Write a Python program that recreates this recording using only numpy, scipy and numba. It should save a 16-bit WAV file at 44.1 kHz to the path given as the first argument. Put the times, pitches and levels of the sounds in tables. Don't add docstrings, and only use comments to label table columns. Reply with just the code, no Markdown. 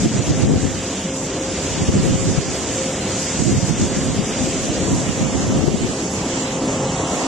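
import sys
import numpy as np
from scipy import signal
from scipy.fft import rfft, irfft, next_fast_len
from scipy.io import wavfile
from scipy.ndimage import uniform_filter1d
from numba import njit

SR = 44100
rng = np.random.default_rng(int(sys.argv[2]) if len(sys.argv) > 2 else 0)


def inscribe(sig):
    pcm = np.round(np.clip(np.atleast_2d(sig).T, -1, 1) * 32767)
    wavfile.write(sys.argv[1], SR, pcm.astype(np.int16))


def volts_from_decibels(level):
    exponent = np.asarray(level, float) / 20
    return 10 ** exponent


N = 320594
T = np.arange(N) / SR
M = next_fast_len(N)
LOG_HZ = np.log(np.fft.rfftfreq(M, 1 / SR) + 1e-3)

# time in seconds, share 0-1.
FACING = [
    (0, 0.79),
    (1, 0.77),
    (2, 0.75),
    (3.5, 0.9),
    (4.5, 0.82),
    (5, 0.5),
    (6, 0.46),
    (7.27, 0.37),
]

# frequency in Hz, level in dB.
RUMBLE_COLOUR = [(15, -48), (30, -16), (45, -19), (60, -6), (95, -5), (150, -2.5), (220, -2.5), (300, -17),
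                 (400, -63)]
BODY_COLOUR = [(150, -57), (220, -3.5), (290, 1.5), (430, -1), (560, -5.5), (700, -9), (900, -38.5)]
EDGE_COLOUR = [(400, -45), (560, -6), (700, 0), (1000, -5), (1350, -10.5), (1700, -35), (2200, -41)]
# time in seconds, level in dB.
ROAR = [(0, -30.5), (.8, -29), (1.5, -29), (2.0, -28), (2.5, -29), (3.3, -28), (3.9, -27.5), (4.4, -25),
        (4.9, -26), (5.5, -27.5), (6.1, -27), (6.7, -24.5), (7.27, -23.5)]
# time in seconds, level in dB.
BURN = [(0, -36), (.8, -36), (1.4, -36.5), (2.0, -35.5), (2.8, -35.5), (3.5, -36.5), (4.2, -35),
        (4.8, -34.5), (5.3, -33.5), (5.9, -35), (6.4, -32.5), (6.8, -29.5), (7.27, -28)]
# time in seconds, gain in dB.
LULLS = [(0, 0.5), (.5, -2), (1.05, -4.5), (1.4, -1), (2.0, 0), (2.6, -2.5), (3.2, 1), (4.0, 0), (4.7, 1),
         (5.3, -1), (6.2, -1.5), (7.27, 0.5)]
# time in seconds, peak in dB, pitch in Hz.
WHUMPS = [(4.415, -20, 263), (4.477, -14, 297), (4.699, -24, 250), (4.89, -29, 200), (6.036, -12.5, 346),
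          (6.265, -15, 250), (6.379, -16, 304), (6.553, -16.5, 190), (6.64, -14, 308), (6.678, -15.5, 198),
          (6.848, -16, 480), (7.0, -14, 402), (7.035, -12.5, 297), (7.125, -18, 198)]

# frequency in Hz, level in dB.
RUSH_COLOUR = [(900, -6), (1300, -1.5), (1600, 2), (2200, 2), (3000, 2.5), (3600, 1), (4100, -2.5),
               (4600, -8.5), (5400, -32)]
WHISTLE_COLOUR = [(3800, -16.5), (4500, -5), (5300, -2), (6300, 1.5), (7300, 2.5), (7900, -2.5), (8420, -6),
                  (8650, -22), (9300, -9), (9700, -15.5), (10800, -10.5), (11500, -8), (11900, -7)]
# time in seconds, level in dB.
FLOW = [(0, -31), (.5, -32.5), (.75, -33.5), (1.4, -34), (1.62, -31.5), (2.3, -31), (2.65, -30.5),
        (3.0, -32.5), (3.3, -29), (3.8, -31), (4.0, -32.5), (4.5, -31), (5.1, -33), (5.7, -35.5),
        (6.0, -33), (6.4, -32.5), (6.6, -35), (7.27, -31.5)]
# frequency in Hz, left minus right in dB.
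PORT_CAVITIES = [(2000, 1), (4500, -2), (5800, 4), (6600, 1.5), (7400, -5.5), (8300, -4), (10000, -1),
                 (12000, -10)]
# frequency in Hz, level against the common part in dB.
OPPOSED_FACING = [(900, -9.5), (1330, 2.5), (2100, -19), (2780, -3.5), (3400, -14), (4500, 12.5)]
OPPOSED_TURNED = [(900, 4), (1400, -2), (2440, 4.5), (2800, -2), (3450, -5), (4400, -1.5)]
# frequency in Hz, gain in dB.
TURNED_DIP = [(1500, -2), (2000, -4.5), (2440, -9.5), (2830, -2), (3500, -2.5)]

# time in seconds, second tone in dB, first tone in dB.
BLOWER_CARRY = [(0, -39, -40), (.55, -34.5, -24.5), (.85, -38, -38), (1.2, -33, -33.5),
                (1.65, -30.5, -37.5), (2.3, -32, -34), (2.62, -40.5, -47), (2.85, -30.5, -48),
                (3.2, -36.5, -36), (3.6, -40.5, -30.5), (3.9, -35.5, -30.5), (4.5, -35, -30.5),
                (4.9, -36, -33), (5.4, -34, -32.5), (5.8, -38.5, -41), (6.4, -35.5, -31), (6.85, -33, -37),
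                (7.27, -33.5, -30)]

# frequency in Hz, level in dB.
THUMP_COLOUR = [(15, -40), (25, -14), (60, -6), (113, 3.5), (206, -0.5), (350, -5), (520, -26.5),
                (700, -27), (1000, -76), (3000, -130)]
RASP_COLOUR = [(200, -10), (400, 6.5), (650, -4.5), (900, -13), (1300, -21), (2000, -28), (3000, -64),
               (8000, -120)]
# time in seconds, peak in dB, half length in ms.
LEFT_GUSTS = [(0.0, -22, 23), (.055, -16.5, 18), (.16, -22, 9.9), (.454, -20, 9.5), (.509, -10, 35),
              (.569, -12, 9.6), (.654, -14, 26), (.703, -38, 6.2), (1.806, -21.5, 35), (1.896, -8.5, 6.6),
              (1.961, -12.5, 23), (2.065, -13.5, 37), (2.155, -13, 8.5), (2.23, -20.5, 51),
              (2.385, -7, 6.2), (3.537, -11.5, 12.4), (3.567, -16, 5.2), (3.821, -15, 21),
              (3.981, -16.5, 8.5), (4.101, -52, 11), (4.2, -21, 26), (4.44, -22, 42), (4.914, -21.5, 104),
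              (5.218, -14.5, 6.5), (5.443, -24, 94), (5.617, -20, 74), (5.682, -5, 2.8), (5.722, -17, 37),
              (5.847, -16.5, 11), (5.9, -37, 8.6)]
RIGHT_GUSTS = [(.061, -9, 10), (.15, -15, 9.1), (.2, -13, 13), (.309, -9.5, 8.7), (.419, -16.5, 99),
               (.439, -7.5, 8.1), (.544, -19.5, 31), (.663, -43, 42), (1.891, -8, 3.7), (1.966, -13, 32),
               (2.115, -14, 29), (2.295, -16, 33), (3.412, -14.5, 15), (3.492, -10, 33), (3.582, -17, 15),
               (3.632, -11.5, 7), (3.712, -13, 20), (3.831, -17.5, 37), (3.961, -23.5, 18),
               (4.091, -21, 48), (4.704, -15, 6.4), (4.934, -16, 30), (5.098, -19, 19), (5.243, -16.5, 40),
               (5.353, -16.5, 5.1), (5.383, -19.5, 26), (5.488, -19.5, 27), (5.565, -16.5, 18),
               (5.687, -24, 5.4), (5.817, -17, 7.2)]
# time in seconds, level in dB.
BREEZE = [(0, -28.5), (.75, -28), (.9, -48), (1.45, -53), (1.75, -30), (2.5, -27.5), (2.8, -45), (3.3, -60),
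          (3.4, -31.5), (4.3, -32.5), (5.0, -35.5), (5.9, -28), (5.98, -50.5), (7.27, -46)]
# time in seconds, peak in dB, pitch in Hz.
LEFT_KNOCKS = [(.065, -15, 240), (.495, -20, 235), (.533, -12, 235), (.654, -10, 250), (3.533, -9.5, 247),
               (3.555, -11, 200), (3.849, -13, 160), (3.971, -13, 189), (4.102, -13, 280), (4.195, -4, 198),
               (4.94, -23, 159), (5.432, -15, 194), (5.451, -27, 225), (5.482, -20, 125), (5.51, -13, 200),
               (5.525, -9, 240), (5.548, -20, 185), (5.592, -10, 145), (5.642, -3, 272), (5.699, -9, 180),
               (5.748, -3, 210)]
RIGHT_KNOCKS = [(.062, -10, 197), (.202, -4, 130), (.331, -18, 160), (.398, -13, 145), (.501, -15, 190),
                (.579, -14, 200), (1.998, -5, 180), (2.145, -18, 175), (2.305, -10, 240), (3.471, -12, 182),
                (3.584, -6, 129), (3.647, -8, 160), (3.71, -8, 170), (4.018, -15, 173), (4.897, -18, 114),
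                (4.983, -20, 160), (5.093, -10.5, 225), (5.226, -14, 190), (5.261, -7, 235),
                (5.446, -12.5, 188), (5.489, -11, 294), (5.55, -7.5, 180), (5.568, -16, 150),
                (5.685, -18, 180)]

# frequency in Hz, limit against the local mean in dB.
LOST_BELOW = [(300, -22), (900, -10), (1500, -7), (2400, -7), (3100, -7.5), (3650, -5.5), (4080, -4.5),
              (4400, -5.5), (5000, -6), (6200, -8), (8300, -16), (8600, -8), (8620, 2.5), (9640, 3),
              (9660, -4.5), (11000, -4), (11050, -1), (11400, 1), (11710, 4), (11720, 40)]
# frequency in Hz, rise of that limit in dB.
SIDE_LOST_MORE = [(300, 5), (700, 7), (1100, 5), (1500, 5), (2000, 5), (2500, 3.5), (3000, 5), (3600, 6.5),
                  (4100, 5), (4500, 5), (6000, 4), (7000, 0)]
# time in seconds, length in seconds, centre in Hz, width in Hz.
DROPOUTS = [(.22, .04, 5400, 250), (.3, .08, 4450, 200), (.82, .04, 4250, 250), (1.0, .06, 3950, 250),
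            (1.19, .05, 4200, 130), (1.63, .12, 4100, 130), (2.475, .04, 3780, 250), (2.93, .08, 4080, 150),
            (5.65, .04, 2450, 250), (1.86, .05, 4000, 350), (2.33, .04, 4200, 350), (2.77, .04, 4050, 300),
            (3.58, .05, 4100, 500), (3.73, .06, 4000, 350), (3.9, .08, 4150, 250), (4.275, .04, 4200, 600),
            (4.855, .13, 5000, 560), (5.3, .05, 3950, 300), (5.37, .04, 6000, 300), (6.39, .1, 10000, 2600),
            (6.485, .06, 4450, 400), (6.59, .06, 9900, 700), (6.82, .14, 9900, 700), (7.0, .045, 4950, 500),
            (5.4, .04, 2300, 250), (5.93, .06, 2150, 250), (6.42, .05, 2450, 250), (6.9, .06, 2400, 250),
            (7.1, .05, 2450, 200), (.77, .04, 3360, 130), (.76, .04, 4120, 110), (1.0, .09, 4280, 130),
            (1.11, .05, 3830, 150), (1.1, .06, 4120, 110), (1.41, .07, 3830, 110), (1.47, .05, 4080, 130),
            (1.52, .05, 4650, 150), (1.67, .03, 4480, 200), (1.81, .06, 4100, 150), (2.21, .03, 4090, 300),
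            (3.32, .03, 4050, 220), (3.87, .06, 4870, 220), (4.39, .05, 3790, 170), (5.09, .02, 4900, 350),
            (5.61, .06, 3960, 220), (6.24, .09, 4320, 130), (6.76, .04, 5900, 180), (6.79, .1, 8200, 170),
            (6.41, .05, 8150, 250), (7.15, .01, 4950, 300)]
# frequency in Hz, step in dB.
STEP = [(150, 4), (500, 1), (900, -1.5), (1200, -1), (3000, -1.5), (4000, -1), (5200, -3.5), (6200, -2.5),
        (7000, -6), (7900, -12), (8500, -9), (11500, -11)]


def unit(x):
    return x / np.sqrt(np.mean(x ** 2, axis=-1, keepdims=True))


def shape(points):
    hz, db = np.transpose(points)
    return volts_from_decibels(np.interp(LOG_HZ, np.log(hz), db))


def colour(x, points):
    return irfft(rfft(x, M) * shape(points), M)[..., :N]


def curve(rows):
    s, *columns = np.transpose(rows)
    return np.array([np.interp(T, s, c) for c in columns])


def walk(rate, size=1):
    k = int(SR / 64 / rate) + 1
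    held = np.repeat(rng.standard_normal((size, 400))[:, :N // 64 // k + 1], k, axis=1)
    slow = 1.3 * uniform_filter1d(uniform_filter1d(held, k), k)
    return np.repeat(slow, 64, axis=1)[:, :N]


def turbulence(points, shared_db, own_db, rate, channels):
    noise = rfft(rng.standard_normal((channels, M))) * shape(points)
    step = np.log(2) / 3
    swell = walk(rate)[0]
    out = 0
    for centre in np.arange(np.log(points[0][0]), np.log(points[-1][0]), step):
        band = irfft(noise * np.clip(1 - abs(LOG_HZ - centre) / step, 0, 1), M)[:, :N]
        out = out + band * volts_from_decibels(shared_db * swell + own_db * walk(1.8 * rate)[0])
    return unit(out)


def spread(three, like):
    return np.sqrt(like) * three[0] + np.sqrt(1 - like) * three[1:]


def flames():
    rumble = spread(turbulence(RUMBLE_COLOUR, 0.85, 2.85, 4.0, channels=3), 0.99)
    body = spread(turbulence(BODY_COLOUR, 1.9, 0.44, 5.0, channels=3), 0.9)
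    edge = spread(turbulence(EDGE_COLOUR, 0.77, 1.3, 6.0, channels=3), 0.78)
    rumble = rumble * volts_from_decibels(-27.5 + curve(LULLS)[0])
    return rumble + body * volts_from_decibels(curve(ROAR)[0]) + edge * volts_from_decibels(curve(BURN)[0] + 0.5)


def jets():
    flow_db = curve(FLOW)[0]
    facing = np.clip(curve(FACING)[0], 0, 1)
    turned = 1 - facing

    rush_db = flow_db.mean() + 0.71 * (flow_db - flow_db.mean()) - 2.0 + 2.5 * turned
    common, other = turbulence(RUSH_COLOUR, 0.81, 1.0, 14.0, channels=2)
    common = facing * common + turned * colour(common, TURNED_DIP)
    opposed = facing * colour(other, OPPOSED_FACING) + turned * colour(other, OPPOSED_TURNED)
    rush = common + opposed * np.array([[1], [-1]])

    whistle = spread(turbulence(WHISTLE_COLOUR, 0.46, 1.32, 14.0, channels=3), 0.074)
    cavity = shape(PORT_CAVITIES) ** np.array([[.5], [-.5]])
    whistle = irfft(rfft(whistle, M) * cavity, M)[:, :N]
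    pan_db = -0.8 * facing - 6 * turned
    whistle_db = flow_db + 2.94 + np.array([pan_db, -pan_db]) / 2
    return rush * volts_from_decibels(rush_db) + whistle * volts_from_decibels(whistle_db)


def blower():
    blade_hz, third_tone_db = 264.2, -44.5
    second_db, first_db = curve(BLOWER_CARRY)
    phase = 2 * np.pi * np.cumsum(blade_hz * (1 + .0016 * walk(8.0)[0])) / SR
    fading = volts_from_decibels(np.array([[3.2], [3], [2.8]]) * walk(22.0, size=3) + .3 * walk(5.0, size=3))
    multiples = (1, 1.5, 2)
    levels = (volts_from_decibels(first_db - 1.0), volts_from_decibels(third_tone_db), volts_from_decibels(second_db))
    hum = np.zeros(N)
    for multiple, level, fade in zip(multiples, levels, fading):
        hum += np.sqrt(2) * level * fade * np.sin(multiple * phase)
    return hum


def wind(gusts, rasp_db):
    rasp_builds_s, rasp_full_db, rasp_turned_db = 0.044, -12.5, 13
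    push = np.zeros(N)
    for s, db, ms in gusts:
        near = slice(max(int((s - .2) * SR), 0), int((s + .2) * SR))
        push[near] += volts_from_decibels(db) * np.exp(-.5 * ((T[near] - s) * 1000 / ms) ** 2)
    torn = uniform_filter1d(push, int(rasp_builds_s * SR)) / volts_from_decibels(rasp_full_db)
    scrape = push * torn * volts_from_decibels(rasp_db + rasp_turned_db * (1 - curve(FACING)[0]))
    thump = colour(rng.standard_normal(M), THUMP_COLOUR)
    rasp = colour(rng.standard_normal(M), RASP_COLOUR)
    thump = unit(thump / uniform_filter1d(thump ** 2, int(.018 * SR)) ** .45)
    return 1.18 * push * thump + scrape * unit(rasp)


def breeze():
    eddies_per_s, scatter_db, rasp_db = 30, 4, -21
    thump = unit(colour(rng.standard_normal((2, M)), THUMP_COLOUR))
    rasp = unit(colour(rng.standard_normal((2, M)), RASP_COLOUR))
    size = volts_from_decibels(curve(BREEZE) + scatter_db * walk(eddies_per_s, size=2))
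    return size * (thump + volts_from_decibels(rasp_db) * rasp)


def pressure_waves(rows, cycles):
    out = np.zeros(N)
    for s, db, hz in rows:
        near = slice(int((s - .05) * SR), int((s + .05) * SR))
        turns = (T[near] - s) * hz
        out[near] += volts_from_decibels(db) * np.exp(-(turns / cycles) ** 2) * np.sin(2 * np.pi * turns)
    return out


def scene():
    works = flames() + jets() + blower() + pressure_waves(WHUMPS, 1.35)
    gusts = np.array([wind(LEFT_GUSTS, rasp_db=-9), wind(RIGHT_GUSTS, rasp_db=-17)])
    knocks = np.array([pressure_waves(LEFT_KNOCKS, 1.14), pressure_waves(RIGHT_KNOCKS, 1.14)])
    return works + gusts + knocks + breeze()


@njit
def duck(x, top, slope, release):
    gain, peak = np.empty(len(x)), 0.
    for i in range(len(x)):
        peak = max(abs(x[i]), peak * release)
        gain[i] = (top / peak) ** slope if peak > top else 1.
    return gain


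def rounded(pair):
    hop, grid, kept = 1024, 1011, 544
    rise = np.cumsum(np.kaiser(hop + 1, 4 * np.pi))
    window = np.sqrt(rise[:hop] / rise[-1])
    basis = np.cos(np.pi / hop * np.outer(np.arange(2 * hop) + (hop + 1) / 2, np.arange(kept) + .5))
    basis = basis * np.r_[window, window[::-1]][:, None]
    padded = np.pad(pair, ((0, 0), (2 * hop - grid, 3 * hop)))
    blocks = padded[:, :padded.shape[1] // hop * hop].reshape(2, -1, hop)
    lines = blocks[:, :-1] @ basis[:hop] + blocks[:, 1:] @ basis[hop:]

    chance = rng.standard_normal((lines.shape[1], kept // 16 + 1))
    hz = (np.arange(kept) + .5) * SR / 2 / hop
    step_db = np.interp(hz, *np.transpose(STEP))
    step = volts_from_decibels(step_db + 2 * chance[:, :1] + 3.2 * np.repeat(chance[:, 1:], 16, axis=1))
    whole = np.floor((abs(lines) / step) ** .75 + .4054)
    lines = np.sign(lines) * step * whole ** (4 / 3) * 2 / hop

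    first, second = lines @ basis[:hop].T, lines @ basis[hop:].T
    return (first[:, 1:] + second[:, :-1]).reshape(2, -1)[:, hop - grid:][:, :N]


def thinned(x):
    hz, s, z = signal.stft([x[0] + x[1], x[0] - x[1]], SR, nperseg=2048, noverlap=1536)
    power = uniform_filter1d(uniform_filter1d(abs(z) ** 2, size=5, axis=1), size=3, axis=2)
    mean = uniform_filter1d(uniform_filter1d(power.max(axis=0), size=15, axis=1), size=9, axis=0)
    grain = 0.28 * ((hz > 900) & (hz < 7000))[:, None]
    z = z * (abs(z) ** 2 / (power + 1e-20)) ** grain

    roar = uniform_filter1d(power[0, (hz > 600) & (hz < 1300)].mean(axis=0), size=40)
    scarcity = (roar / np.median(roar)) ** .15 * volts_from_decibels(1.3 * np.interp(s, T, walk(20.0)[0]))
    luck = rng.standard_normal((2, len(hz) // 16 + 1, len(s) // 3 + 1))
    luck = np.kron(luck, np.ones((1, 16, 3)))[:, :len(hz), :len(s)]
    floor = volts_from_decibels(2 * np.interp(hz, *np.transpose(LOST_BELOW)))[:, None] * mean
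    side_rise = volts_from_decibels(2 * np.interp(hz, *np.transpose(SIDE_LOST_MORE)))[:, None]
    floor = np.array([floor, floor * side_rise])
    margin = power / (floor + 1e-20)

    bands = np.repeat(margin[:, :1024].reshape(2, 128, 8, -1).mean(axis=2), 8, axis=1)
    margin[1, 24:400] = bands[1, 24:400]
    margin[:, 400:1024] = np.repeat(bands[:, 400::16] + bands[:, 408::16], 16, axis=1) / 2
    scatter_db = np.where(hz > 8600, 5, np.array([[1.2], [6]]))[..., None]
    keep = margin > scarcity * volts_from_decibels(scatter_db * luck)
    for at, length, centre, width in DROPOUTS:
        hole = np.outer(abs(hz - centre) < width / 2, abs(s - at) < length / 2 + .017)
        keep[:1 + (centre > 9000)] &= ~hole

    pair = signal.istft(z * keep, SR, nperseg=2048, noverlap=1536)[1][:, :N]
    mid, side = rounded(pair) / 2
    return np.array([mid + side, mid - side])


def low_pass(x):
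    return signal.sosfilt(signal.butter(12, 12300, fs=SR, output="sos"), x)


def record(dry):
    duck_db, ratio, release_s = -6.5, 3.2, 0.14
    release = np.exp(-1 / (release_s * SR))
    gain = np.array([duck(port, float(volts_from_decibels(duck_db)), 1 - 1 / ratio, release) for port in dry])
    ducked = dry * uniform_filter1d(gain, int(0.0024 * SR))
    mix = thinned(ducked)
    return low_pass(mix)


dry = scene()
out = record(dry)
inscribe(out)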